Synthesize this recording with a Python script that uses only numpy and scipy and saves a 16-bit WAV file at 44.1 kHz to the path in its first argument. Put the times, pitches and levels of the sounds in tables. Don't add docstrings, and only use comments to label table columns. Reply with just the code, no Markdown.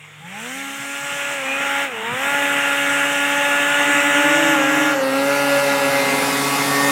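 import sys
import numpy as np
from scipy import signal
from scipy.fft import rfft, irfft, next_fast_len
from scipy.io import wavfile
from scipy.ndimage import uniform_filter1d, map_coordinates

SR = 44100
rng = np.random.default_rng(int(sys.argv[2]) if len(sys.argv) > 2 else 0)


def transcribe(u):
    v = np.clip(np.atleast_2d(u).T, -1, 1)
    q = np.round(v * 32767).astype(np.int16)
    wavfile.write(sys.argv[1], SR, q)


N = 304731
LAUNCH_S, POWER_RISE_S = 0.13, 0.38


def amp(db):
    return 10 ** (np.asarray(db) / 20)


def unit(x):
    return x / np.sqrt(np.mean(x ** 2) + 1e-20)


def along(points, hz):
    freq_hz, values = np.transpose(points)
    return np.interp(np.log(hz + 1), np.log(freq_hz + 1), values)


def curves(rows):
    time_s, *columns = np.transpose(rows)
    return [np.interp(np.arange(N) / SR, time_s, column) for column in columns]


def ramp(start_s, length_s):
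    u = np.clip((np.arange(N) / SR - start_s) / length_s, 0, 1)
    return u * u * (3 - 2 * u)


def wobble(rate_hz):
    knots = rng.standard_normal(int(N * rate_hz / SR) + 4)
    coarse = np.arange(0, N + 32, 32)
    return np.interp(np.arange(N), coarse, map_coordinates(knots, [coarse * rate_hz / SR]))


def filtered(x, response):
    size = next_fast_len(N + SR // 2)
    return irfft(rfft(x, size) * response(np.fft.rfftfreq(size, 1 / SR)), size)[:N]


def rush(spectrum, gate, patchy_db):
    bins = signal.stft(rng.standard_normal(N), nperseg=512)[2]
    patches = uniform_filter1d(rng.standard_normal(bins.shape), size=4, axis=0)
    patches = uniform_filter1d(patches, size=14, axis=1)
    noise = signal.istft(bins * amp(patchy_db * unit(patches)), nperseg=512)[1][:N]
    return unit(filtered(noise * gate, lambda hz: amp(along(spectrum, hz))))


def crossfade(a, b, share):
    return np.sqrt(1 - share) * a + np.sqrt(share) * b


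def passing_rush(ahead, past, facing, gate, patchy_db):
    return crossfade(rush(ahead, gate, patchy_db), rush(past, gate, patchy_db), np.clip(facing, 0, 1))


def seen_from(facing, ahead, abreast, behind):
    return ahead + np.clip(facing, 0, 1) * (abreast - ahead) + np.clip(facing - 1, 0, 1) * (behind - abreast)


def drive(idle_hz=75.3, idle_db=-13, spin_up_s=0.5, shut_s=0.066):
    # time_s, crank_hz
    held = [(.7, 137.9), (1.08, 141.4), (2.4, 141.8), (2.7, 140.8), (3.8, 143.4), (4.05, 142.5),
            (4.35, 144.7), (4.7, 141), (5.5, 141.2), (6.08, 138.8), (6.5, 140.6)]
    # start_s, fall_s, recover_s, drop_hz, throttle_drop_db
    lifts = [(1.32, .13, .2, 8.3, 3), (1.5, .2, 0.3023, 2.05, 1.5), (1.83, .155, .325, 31.5, 8),
             (4.53, 0.09, 0.18, 5, 2), (4.899, .13, 0.32, 7.8, 3.5)]
    held_hz, = curves(held)
    crank_hz = idle_hz + (held_hz - idle_hz) * ramp(LAUNCH_S, spin_up_s)
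    throttle_db = idle_db * (1 - ramp(LAUNCH_S, POWER_RISE_S))
    for start_s, fall_s, recover_s, drop_hz, drop_db in lifts:
        eased = 1 - ramp(start_s + fall_s, recover_s)
        crank_hz -= drop_hz * ramp(start_s, fall_s) * eased
        throttle_db -= drop_db * ramp(start_s, shut_s) * eased
    return crank_hz, throttle_db


def voice_levels(facing, loudness_db, throttle_db):
    voices = {"note": (-24.5, -29, -27, 19, 2.5, 1), "octave": (-22.5, -14.5, -39, -17.5, 2.17, 0.38),
              "twelfth": (-25, -27.5, -36.5, 2.5, 1.7, 1.5),
              "other orders": (-20, -22.5, -22.5, -2.5, 1.57, 1.5),
              "churn": (-27, -25.5, -27, -1.5, 1.72, 0.5), "rasp": (-18.5, -22.5, -25, 1, 1.32, 1),
              "hiss": (-29, -29, -26.5, 0.5, 0.79, 1.39)}
    idling = 1 - ramp(LAUNCH_S, POWER_RISE_S)
    return {name: seen_from(facing, *views_db) + idle_db * idling + slope * loudness_db + load * throttle_db
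            for name, (*views_db, idle_db, slope, load) in voices.items()}


def crank(crank_hz, jitter_rad=0.021, drift_rad=0.019):
    return 2 * np.pi * np.cumsum(crank_hz) / SR + jitter_rad * wobble(140) + drift_rad * wobble(22)


def silencer(hz, centre_hz=850, half_width_hz=60, boost=0.19):
    return 1 + boost / (1 + ((hz - centre_hz) / half_width_hz) ** 2)


def exhaust(crank_rad, crank_hz, facing, far, levels_db, fade_db=1.4, far_fade_db=3, orders=26):
    # freq_hz, ahead_db, abreast_db, behind_db
    even = [(555, -20, -10, -10), (775, -4.5, 33, -7), (1164, -16.5, -20.5, -6), (1380, -2, 0.5, -40),
            (1800, -4, -5.5, -6), (1830, -6.5, -3.5, -14), (2430, -14, -22, -37), (2340, -9, -22, 5),
            (2640, -14.5, -9, -26), (3030, -14, -14, -32), (3350, -25, -27, -19), (3540, -20.5, -21, -15.5)]
    odd = [(140, -24.5, -17, -14), (400, -25, -8.5, -10), (714, -18, -15.5, -14), (1040, -49, -10, -13.5),
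           (1200, -17, -7, -34), (1570, -13.5, -15, -29), (1930, -8.5, -26, -14), (2090, -8.5, -8, -10.5),
           (2420, -33.5, -20, -27), (2700, -12, -6.5, -31), (3060, -27.5, -31, -26)]
    # centre_s, order, half_width_s, level_db
    whines = [(0.25, 10, .029, -42), (0.364, 8, 0.04, -37), (0.462, 4, 0.045, -41), (.6, 2, 0.31, -37.5),
              (1.4, 4, .4, -37.5), (1.53, 18, 0.07, -25.5), (1.52, 19, 0.069, -32), (1.75, 6, 0.11, -29),
              (2.08, 8, 0.073, -30), (2.135, 10, 0.061, -34), (2.38, 6, 0.18, -28), (2.42, 14, 0.25, -30),
              (3.547, 12, 0.21, -26.5), (4, 14, 0.23, -26), (4.28, 10, 0.14, -31), (3.9, 2, 0.13, -32),
              (5.16, 2, 0.13, -23), (6.047, 15, 0.13, -28), (6.861, 13, 0.19, -23.5), (6.866, 4, .1, -28)]
    loud = {2: "note", 4: "octave", 6: "twelfth"}
    uneven_db = 10 * np.clip((136 - crank_hz) / 35, 0, 1)
    t = np.arange(N) / SR
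    sound = np.zeros(N)
    for k in range(1, orders + 1):
        if k in loud:
            depth_db = fade_db + (k == 2) * far_fade_db * far
            gain = amp(levels_db[loud[k]] + depth_db * wobble(7) + 1.3 * wobble(60))
        else:
            freq_hz, *columns = np.transpose(odd if k % 2 else even)
            views_db = [np.interp(k * crank_hz, freq_hz, column) for column in columns]
            colour_db = seen_from(facing, *views_db) + k % 2 * uneven_db
            fading_db = 0.35 * wobble(4.1) + 1.94 * wobble(30)
            gain = amp(levels_db["other orders"] + colour_db + fading_db) * silencer(k * crank_hz)
        for centre_s, order, half_width_s, level_db in whines:
            if order == k:
                gain = np.hypot(gain, amp(level_db) * np.exp(-((t - centre_s) / half_width_s) ** 2))
        scatter_rad = 0.02 * k if k % 2 == 0 and k <= 12 else 0.6 + 0.09 * k
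        sound -= np.sqrt(2) * gain * np.cos(k * crank_rad - scatter_rad * wobble(1.606))
    return sound


def puffs(crank_rad, depth_db):
    return amp(depth_db * np.cos(2 * crank_rad) + 0.24 * np.cos(crank_rad))


def churn(crank_rad, facing, level_db):
    # freq_hz, density_db
    ahead = [(25, -43), (60, -29), (100, -23), (150, -7.5), (220, -7), (340, -8.5), (480, -4.5),
             (650, -4.5), (820, 0.5), (1000, -1), (1200, 1), (2000, -72)]
    past = [(25, -43), (60, -40), (100, -21.5), (150, -11), (220, -9), (340, -13.5), (490, -7),
            (650, -10.5), (820, -1.5), (1000, -8), (1200, -33), (2000, -60)]
    return amp(level_db) * passing_rush(ahead, past, facing, puffs(crank_rad, depth_db=-9.5), patchy_db=1.5)


def rasp(crank_rad, facing, far, level_db):
    # freq_hz, density_db
    ahead = [(600, -53), (900, -38), (1100, -6.5), (1350, 1.5), (1900, 0.5), (2350, 0.5), (2800, 3.5),
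             (3200, -5.5), (3650, -7.5), (4100, -25.5), (4700, -45), (7000, -70)]
    past = [(600, -50), (900, -20), (1100, -2), (1330, 4), (1700, -3.5), (2080, 1.5), (2350, -1.5),
            (2700, -2), (3200, -9), (3700, -7), (4300, -6.5), (7000, -60)]
    afar = [(600, -52), (900, -18), (1100, -2), (1400, -18), (1800, -7), (2150, 5), (2750, 0), (3150, -0.5),
            (3600, -5.5), (4100, -21), (4700, -24), (7000, -70)]
    gas = puffs(crank_rad, depth_db=0.5)
    near_rasp = passing_rush(ahead, past, facing, gas, patchy_db=1.97)
    far_rasp = rush(afar, gas, patchy_db=3.3)
    return amp(level_db + 0.53 * wobble(28)) * crossfade(near_rasp, far_rasp, far)


def spray(crank_rad, facing, level_db):
    # freq_hz, density_db
    ahead = [(3000, -28), (4100, -5), (4700, -11.5), (5400, -3), (6300, -1), (7700, 3.5), (9000, -1),
             (10200, -7.5), (10900, -15.5), (11800, -7), (13500, -10), (16000, -13)]
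    past = [(3000, -17), (4100, -6.5), (4700, 3.5), (5400, 2.5), (6300, 0.5), (7700, 1), (9000, 0),
            (11000, -1), (12000, -1.5), (13500, -6), (16000, -11.5)]
    gain = amp(level_db + 0.093 * wobble(15))
    return gain * passing_rush(ahead, past, facing, puffs(crank_rad, depth_db=0.3), patchy_db=1.75)


def snow_bounce(x):
    # time_s, delay_ms, strength
    bounce = [(1, 0.018, 0.11), (2.5, 0.086, 0.18), (3.4, 0.11, 0), (4.25, 0.15, 0.15), (4.92, 0.18, 0.49),
              (5, 0.15, 0.6), (5.13, 0.32, 0.02), (5.4, .5, 0)]
    delay_ms, strength = curves(bounce)
    late = map_coordinates(x, [np.arange(N) - delay_ms * SR / 1000])
    return (x + strength * late) / np.hypot(1, strength)


def thumps(half_width_s=0.026, lag_s=0.008, trim_db=-1):
    # time_s, level_db
    pushes = [(0.218, -38), (0.805, -44), (1.03, -48), (1.137, -40), (2.117, -32), (2.509, -41),
              (2.759, -41), (2.899, -40)]
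    spectrum = [(30, -37), (90, 5), (150, 19), (210, 1), (400, -44), (1500, -90)]  # freq_hz, density_db
    t = np.arange(N) / SR
    swell = sum(amp(level_db + trim_db) * np.exp(-((t - time_s - lag_s) / half_width_s) ** 2)
                for time_s, level_db in pushes)
    return swell * rush(spectrum, gate=1, patchy_db=1.5)


def lug_hum(crank_hz, facing):
    # time_s, lugs_per_turn
    gearing = [(.6, 1.4), (.9, 1.68), (1.9, 1.87), (2.3, 1.7), (3.45, 1.99), (3.92, 2.09), (4.15, 2.05),
               (4.42, 2.21), (4.98, 2.13), (5.12, 2.03), (5.75, 1.955), (6.2, 1.85), (6.6, 1.915)]
    # time_s, level_db
    hum = [(0, -60), (.6, -48.5), (1.3, -60), (2.05, -47), (3.42, -57), (3.62, -48), (3.92, -31),
           (4.15, -30), (4.45, -23), (4.9, -23), (5.15, -43), (5.5, -28.5), (5.75, -31), (6.91, -37)]
    lugs_per_turn, = curves(gearing)
    level_db, = curves(hum)
    lug_rad = 2 * np.pi * np.cumsum(crank_hz * lugs_per_turn) / SR + 0.07 * wobble(40)
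    octave_db = -14 + 9 * np.clip(facing, 0, 1)
    partials = [(0.5, -21), (1.5, -17), (2, octave_db)]
    colour = sum(amp(db + 2.5 * wobble(12)) * np.cos(order * lug_rad) for order, db in partials)
    fundamental = amp(0.42 * wobble(14)) * np.cos(lug_rad)
    return amp(level_db) * np.sqrt(2) * (fundamental + colour)


def forest(x, delay_s=0.16):
    # freq_hz, t60_s
    decay = [(150, 0.54), (1500, 0.17), (8000, 0.67)]
    hz, t, bins = signal.stft(rng.standard_normal(SR), SR, nperseg=256)
    decay_db = -60 * t / along(decay, hz)[:, None]
    tail = signal.istft(bins * amp(decay_db), SR, nperseg=256)[1]
    late = np.pad(x, (round(delay_s * SR), 0))
    return signal.fftconvolve(late, tail / np.linalg.norm(tail))[:N]


def scene(near_db=-3, far_span_db=12, echo_db=-16.5):
    # time_s, facing (0 ahead, 1 abreast, 2 behind)
    sides = [(4.9, 0), (5.06, 1.006), (5.75, 1.1), (6.2, 1.51), (6.45, 2)]
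    # time_s, loudness_db
    loudness = [(0, -12), (.8, -11), (1.2, -7.5), (1.65, -4.5), (2.35, -4), (3.4, -3), (4.2, -1.5),
                (4.6, -1), (5.2, -3), (6, -1), (6.91, .5)]
    facing, = curves(sides)
    loudness_db, = curves(loudness)
    far = np.clip((near_db - loudness_db) / far_span_db, 0, 1)
    crank_hz, throttle_db = drive()
    levels_db = voice_levels(facing, loudness_db, throttle_db)
    crank_rad = crank(crank_hz)
    engine = exhaust(crank_rad, crank_hz, facing, far, levels_db)
    noise = churn(crank_rad, facing, levels_db["churn"])
    noise += rasp(crank_rad, facing, far, levels_db["rasp"])
    noise += spray(crank_rad, facing, levels_db["hiss"])
    sled = engine + snow_bounce(noise) + lug_hum(crank_hz, facing) + thumps()
    mono = sled + amp(echo_db) * forest(sled)
    return np.array([mono, mono])


def record(dry, bass_cut_hz=45, top_hz=16100):
    response = lambda hz: hz ** 2 / np.hypot(hz ** 2, bass_cut_hz ** 2) * (hz < top_hz)
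    return np.array([filtered(channel, response) for channel in dry])


dry = scene()
out = record(dry)
transcribe(out)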